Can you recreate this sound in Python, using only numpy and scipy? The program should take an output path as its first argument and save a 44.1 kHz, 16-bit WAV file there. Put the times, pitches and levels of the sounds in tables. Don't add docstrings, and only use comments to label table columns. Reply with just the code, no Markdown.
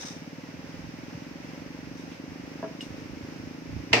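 import sys
import numpy as np
from scipy import signal
from scipy.fft import rfft, irfft
from scipy.io import wavfile
from scipy.ndimage import uniform_filter1d

SR = 44100
rng = np.random.default_rng(int(sys.argv[2]) if len(sys.argv) > 2 else 0)


def store_pcm(level_fs):
    pcm = np.round(np.clip(level_fs, -1, 1) * 32767).astype(np.int16)
    wavfile.write(sys.argv[1], SR, np.atleast_2d(pcm).T)


N = 176400
T = np.arange(N) / SR
FREQS = np.maximum(np.fft.rfftfreq(N, 1 / SR), 1)


def undb(db):
    return 10 ** (np.asarray(db) / 20)


def on_spectrum(points):
    hz, value = np.array(points).T
    return np.interp(np.log(FREQS), np.log(hz), value)


def band(lo_hz, hi_hz):
    return 1 / np.sqrt((1 + (lo_hz / FREQS) ** 6) * (1 + (FREQS / hi_hz) ** 6))


def noise(gain):
    # f/Hz, correlation
    likeness = [(40, -0.68), (70, 0.6), (130, 0.86), (300, 0.72), (600, 0.48), (1200, 0.07), (2500, 0.11),
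                (5000, -0.078), (14000, 0.04)]
    correlation = np.clip(on_spectrum(likeness), -.95, .95)
    mid, side = rfft(rng.standard_normal((2, N))) * gain * np.sqrt([1 + correlation, 1 - correlation])
    out = irfft(np.array([mid + side, mid - side]), N)
    return out / out.std()


def wander(rate_hz):
    hold = int(SR / rate_hz)
    steps = np.repeat(rng.standard_normal(N // hold + 1), hold)
    return 2.2 * uniform_filter1d(uniform_filter1d(steps, hold), hold)[:N]


def pan(x, db):
    return x * undb([[db / 2], [-db / 2]])


def delayed(x, s):
    return np.interp(T - s, T, x)


def decays(hits, t60, attack_s):
    power = 0
    for s, db in hits:
        age = np.maximum(T - s, 0)
        power = power + (undb(db - 60 * age / t60) * (1 - np.exp(-age / attack_s))) ** 2
    return np.sqrt(power)


def ring(hits, modes, spread_rad):
    out, age = np.zeros((2, N)), T[:SR // 2]
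    for s, db in hits:
        start = int(s * SR)
        for hz, mode_db, t60 in modes:
            detune, skew = rng.standard_normal(2)
            phase = 2 * np.pi * hz * (1 + .001 * detune) * age + spread_rad * skew * np.array([[1], [-1]])
            envelope = undb(db + mode_db - 60 * age / t60) * np.minimum(age * hz, 1)
            out[:, start:start + len(age)] += (envelope * np.sin(phase))[:, :N - start]
    return out


def falling_tile():
    # t/s, level/dB
    grazes = [(3.918, -35)]
    # t/s, relative level/dB
    hits = [(3.9297, -4.5), (3.9325, 1), (3.9430, -8.5), (3.9520, -11.5), (3.9650, -26)]
    # f/Hz, relative level/dB, t60/s
    modes = [(1601, -12, .3), (1781, -14, .3), (1856, -4, .3), (2034, -2, .22), (2260, -18, 0.2),
             (2416, 0, 0.15), (2710, 10, 0.036), (2813, 0, 0.11), (3050, -18, .2), (3470, -9, 0.15),
             (4120, -13, 0.14), (4600, -17, 0.31), (5700, -22, .15)]
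    # f/Hz, relative level/dB
    contact = [(300, -14.5), (800, -4), (1450, -11), (2000, 1), (2750, 3), (3200, -10.5), (3700, -8.5),
               (5300, -8), (6400, -16.5), (7800, -21.5), (10000, -38.5), (16000, -38)]
    colour = undb(on_spectrum(contact))
    graze = noise(band(600, 2190)) * decays(grazes, t60=.11, attack_s=.0037)
    crack = noise(colour) * decays(hits, t60=.03, attack_s=.00033)
    tail = noise(colour) * decays(hits, t60=.32, attack_s=.0023)
    clink = ring(hits, modes, spread_rad=.52)
    return graze + undb(-9.5) * crack + undb(-20) * tail + undb(-23) * clink


def roof_frame():
    # t/s, relative level/dB
    thuds = [(3.9305, 1.5), (3.9375, -3), (3.9630, -3)]
    # f/Hz, relative level/dB, t60/s
    modes = [(114, -5.5, 0.47), (229, -1.5, 0.35), (336.4, 2.5, .1), (449, 3.5, 0.11), (562, -13.5, .2),
             (735, -4.5, 0.17), (858, -13, 0.17), (1053, -5, 0.1)]
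    body = ring(thuds, modes, spread_rad=.12)
    tail = noise(band(255, 925)) * decays(thuds, t60=.42, attack_s=.0016)
    return pan(undb(-26) * body + undb(-28) * tail, db=-1)


def batten():
    # t/s, relative level/dB
    knocks = [(2.6265, 2.5), (2.6385, 1.5), (2.680, -10)]
    # f/Hz, relative level/dB, t60/s
    modes = [(285, 3.5, 0.071), (423, -4.5, 0.17), (648, 1.5, 0.14), (710, -13, .07), (969, -3.5, 0.1),
             (1284, -13, .06), (1645, -12.5, 0.087)]
    body = ring(knocks, modes, spread_rad=.34)
    tail = noise(band(220, 1190)) * decays(knocks, t60=.22, attack_s=.0011)
    return undb(-33) * body + undb(-42.5) * tail


def sliding_tile():
    # t/s, length/s, level/dB
    strokes = [(-.02, 0.11, -42), (1.97, 0.026, -56), (2.097, 0.035, -65), (2.82, .025, -56.5),
               (2.964, 0.013, -62)]
    # f/Hz, relative level/dB
    clay = [(300, -13), (1200, -7), (2700, -11), (3350, -7.5), (3750, 4), (4150, -8), (4900, -1.5),
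            (5500, 4), (6200, 4.5), (6750, -11), (9000, -12), (11000, -28), (16000, -28)]
    # t/s, level/dB
    catches = [(.030, -34)]
    attack_s, t60 = .002, .35
    envelope = 0
    for s, length, db in strokes:
        onset = np.clip((T - s) / attack_s, 0, 1)
        envelope = envelope + onset * undb(db - 60 * np.maximum(T - s - length, 0) / t60)
    catch = noise(band(850, 1900)) * decays(catches, t60=.047, attack_s=.00087)
    rub = noise(undb(on_spectrum(clay))) * envelope * undb(1.1 * wander(250))
    return pan(rub, db=1) + catch


def tile_tap():
    # t/s, relative level/dB
    taps = [(2.8075, 0.5)]
    # f/Hz, relative level/dB, t60/s
    modes = [(2850, 2, 0.088), (2950, -5, .05), (3740, -4, .05), (5200, -9, .12)]
    grit = noise(band(1890, 5500)) * decays(taps, t60=.27, attack_s=.0014)
    snap = noise(band(5000, 14000)) * decays(taps, t60=.049, attack_s=.0005)
    return undb(-35) * ring(taps, modes, spread_rad=1) + undb(-45) * grit + undb(-60) * snap


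def bumps():
    # t/s, f/Hz, level/dB
    pulses = [(1.1536, 137, -31.5), (3.239, 103, -35), (3.706, 110, -33.5), (3.924, 115, -27.5)]
    width_s = .007
    return sum(undb(db) * np.sin(2 * np.pi * hz * (T - s)) * np.exp(-((T - s) / width_s) ** 2)
               for s, hz, db in pulses)


def sleeve():
    # t/s, level/dB
    rustles = [(2.11, -49)]
    return noise(band(2000, 3100)) * decays(rustles, t60=.25, attack_s=.006)


def engine():
    # t/s, firing rate/Hz
    speed = [(0.0, 16.495), (0.3, 18.452), (0.55, 19.448), (1.0, 20.937), (1.7, 23.668), (2.3, 25.121),
             (2.8, 25.917), (3.4, 26.567), (4.0, 28.739)]
    # delay/s, relative level/dB
    echoes = [(.0072, -9), (.0118, -17), (.0187, -18), (.0251, -16), (.029, -20)]
    # f/Hz, width/Hz, relative level/dB
    booms = [(165, 25, -1.5), (296, 22, -12)]
    first_firing_s, misfire_s, mic_lag_s = .0505, 2.16, .00047
    puff_hz, puff_width_s, scatter_db = 262, .0029, .5
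    rise_hz, rise_db = 39.6, .9
    rate = np.interp(T, *np.array(speed).T)
    effort = (rate - rate.mean()) / np.ptp(rate)
    cycles = np.cumsum(rate) / SR
    cycles -= np.interp(first_firing_s, T, cycles)
    firing = np.round(cycles).astype(int)
    age = (cycles - firing) / rate
    strength = undb(scatter_db * rng.standard_normal(firing[-1] + 1))
    strength[firing[int(misfire_s * SR)]] = 0
    envelope = strength[firing] * np.exp(-(age / puff_width_s) ** 2)
    puffs = envelope * np.cos(2 * np.pi * (puff_hz + rise_hz * effort) * age)
    echoed = puffs + sum(undb(db) * delayed(puffs, s) for s, db in echoes)
    exhaust = echoed + sum(undb(db) * signal.lfilter(*signal.iirpeak(hz, hz / width, fs=SR), echoed)
                           for hz, width, db in booms)
    at_mics = np.array([delayed(exhaust, -mic_lag_s / 2), delayed(exhaust, mic_lag_s / 2)])
    chuff = noise(band(350, 860)) * np.exp(-(cycles % 1) / .28)
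    return pan(undb(-30.8 + rise_db * effort) * at_mics, db=-.7) + undb(-54) * chuff


def distant_air():
    # f/Hz, relative level/dB
    air = [(25, -42), (40, -25), (60, -12.5), (130, -3), (280, -6), (390, -7), (550, -4), (700, -12),
           (850, -10.5), (1200, -14), (2100, -11.5), (2700, -14), (3300, -21), (4200, -22.5), (5200, -17.5),
           (6000, -20), (7500, -34.5), (10000, -40.5), (12500, -38.5), (14000, -35.5), (16000, -40)]
    return pan(noise(undb(on_spectrum(air))) * undb(-46 + .31 * wander(9.26)), db=-.7)


def wind():
    # t/s, level/dB
    gusts = [(0, -64), (.8, -58.5), (1.9, -54), (2.7, -63.5), (2.95, -47.5), (3.3, -53), (3.6, -53.5),
             (3.75, -43.5), (4, -54)]
    rumble = noise(band(58.4, 127.7))
    level_db = np.interp(T, *np.array(gusts).T) + 2.5 * wander(18)
    return pan(rumble * undb(level_db), db=-9.5)


def scene():
    background = engine() + distant_air() + wind()
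    roof_work = sliding_tile() + tile_tap() + falling_tile() + roof_frame() + batten()
    return background + roof_work + bumps() + sleeve()


def record(dry):
    treble = signal.sosfilt(signal.butter(1, [7200, 9400], "bandpass", fs=SR, output="sos"), dry)
    coloured = dry - treble + pan(treble, db=4.5)
    return signal.sosfilt(signal.ellip(8, .2, 70, 15600, fs=SR, output="sos"), coloured)


dry = scene()
out = record(dry)
store_pcm(out)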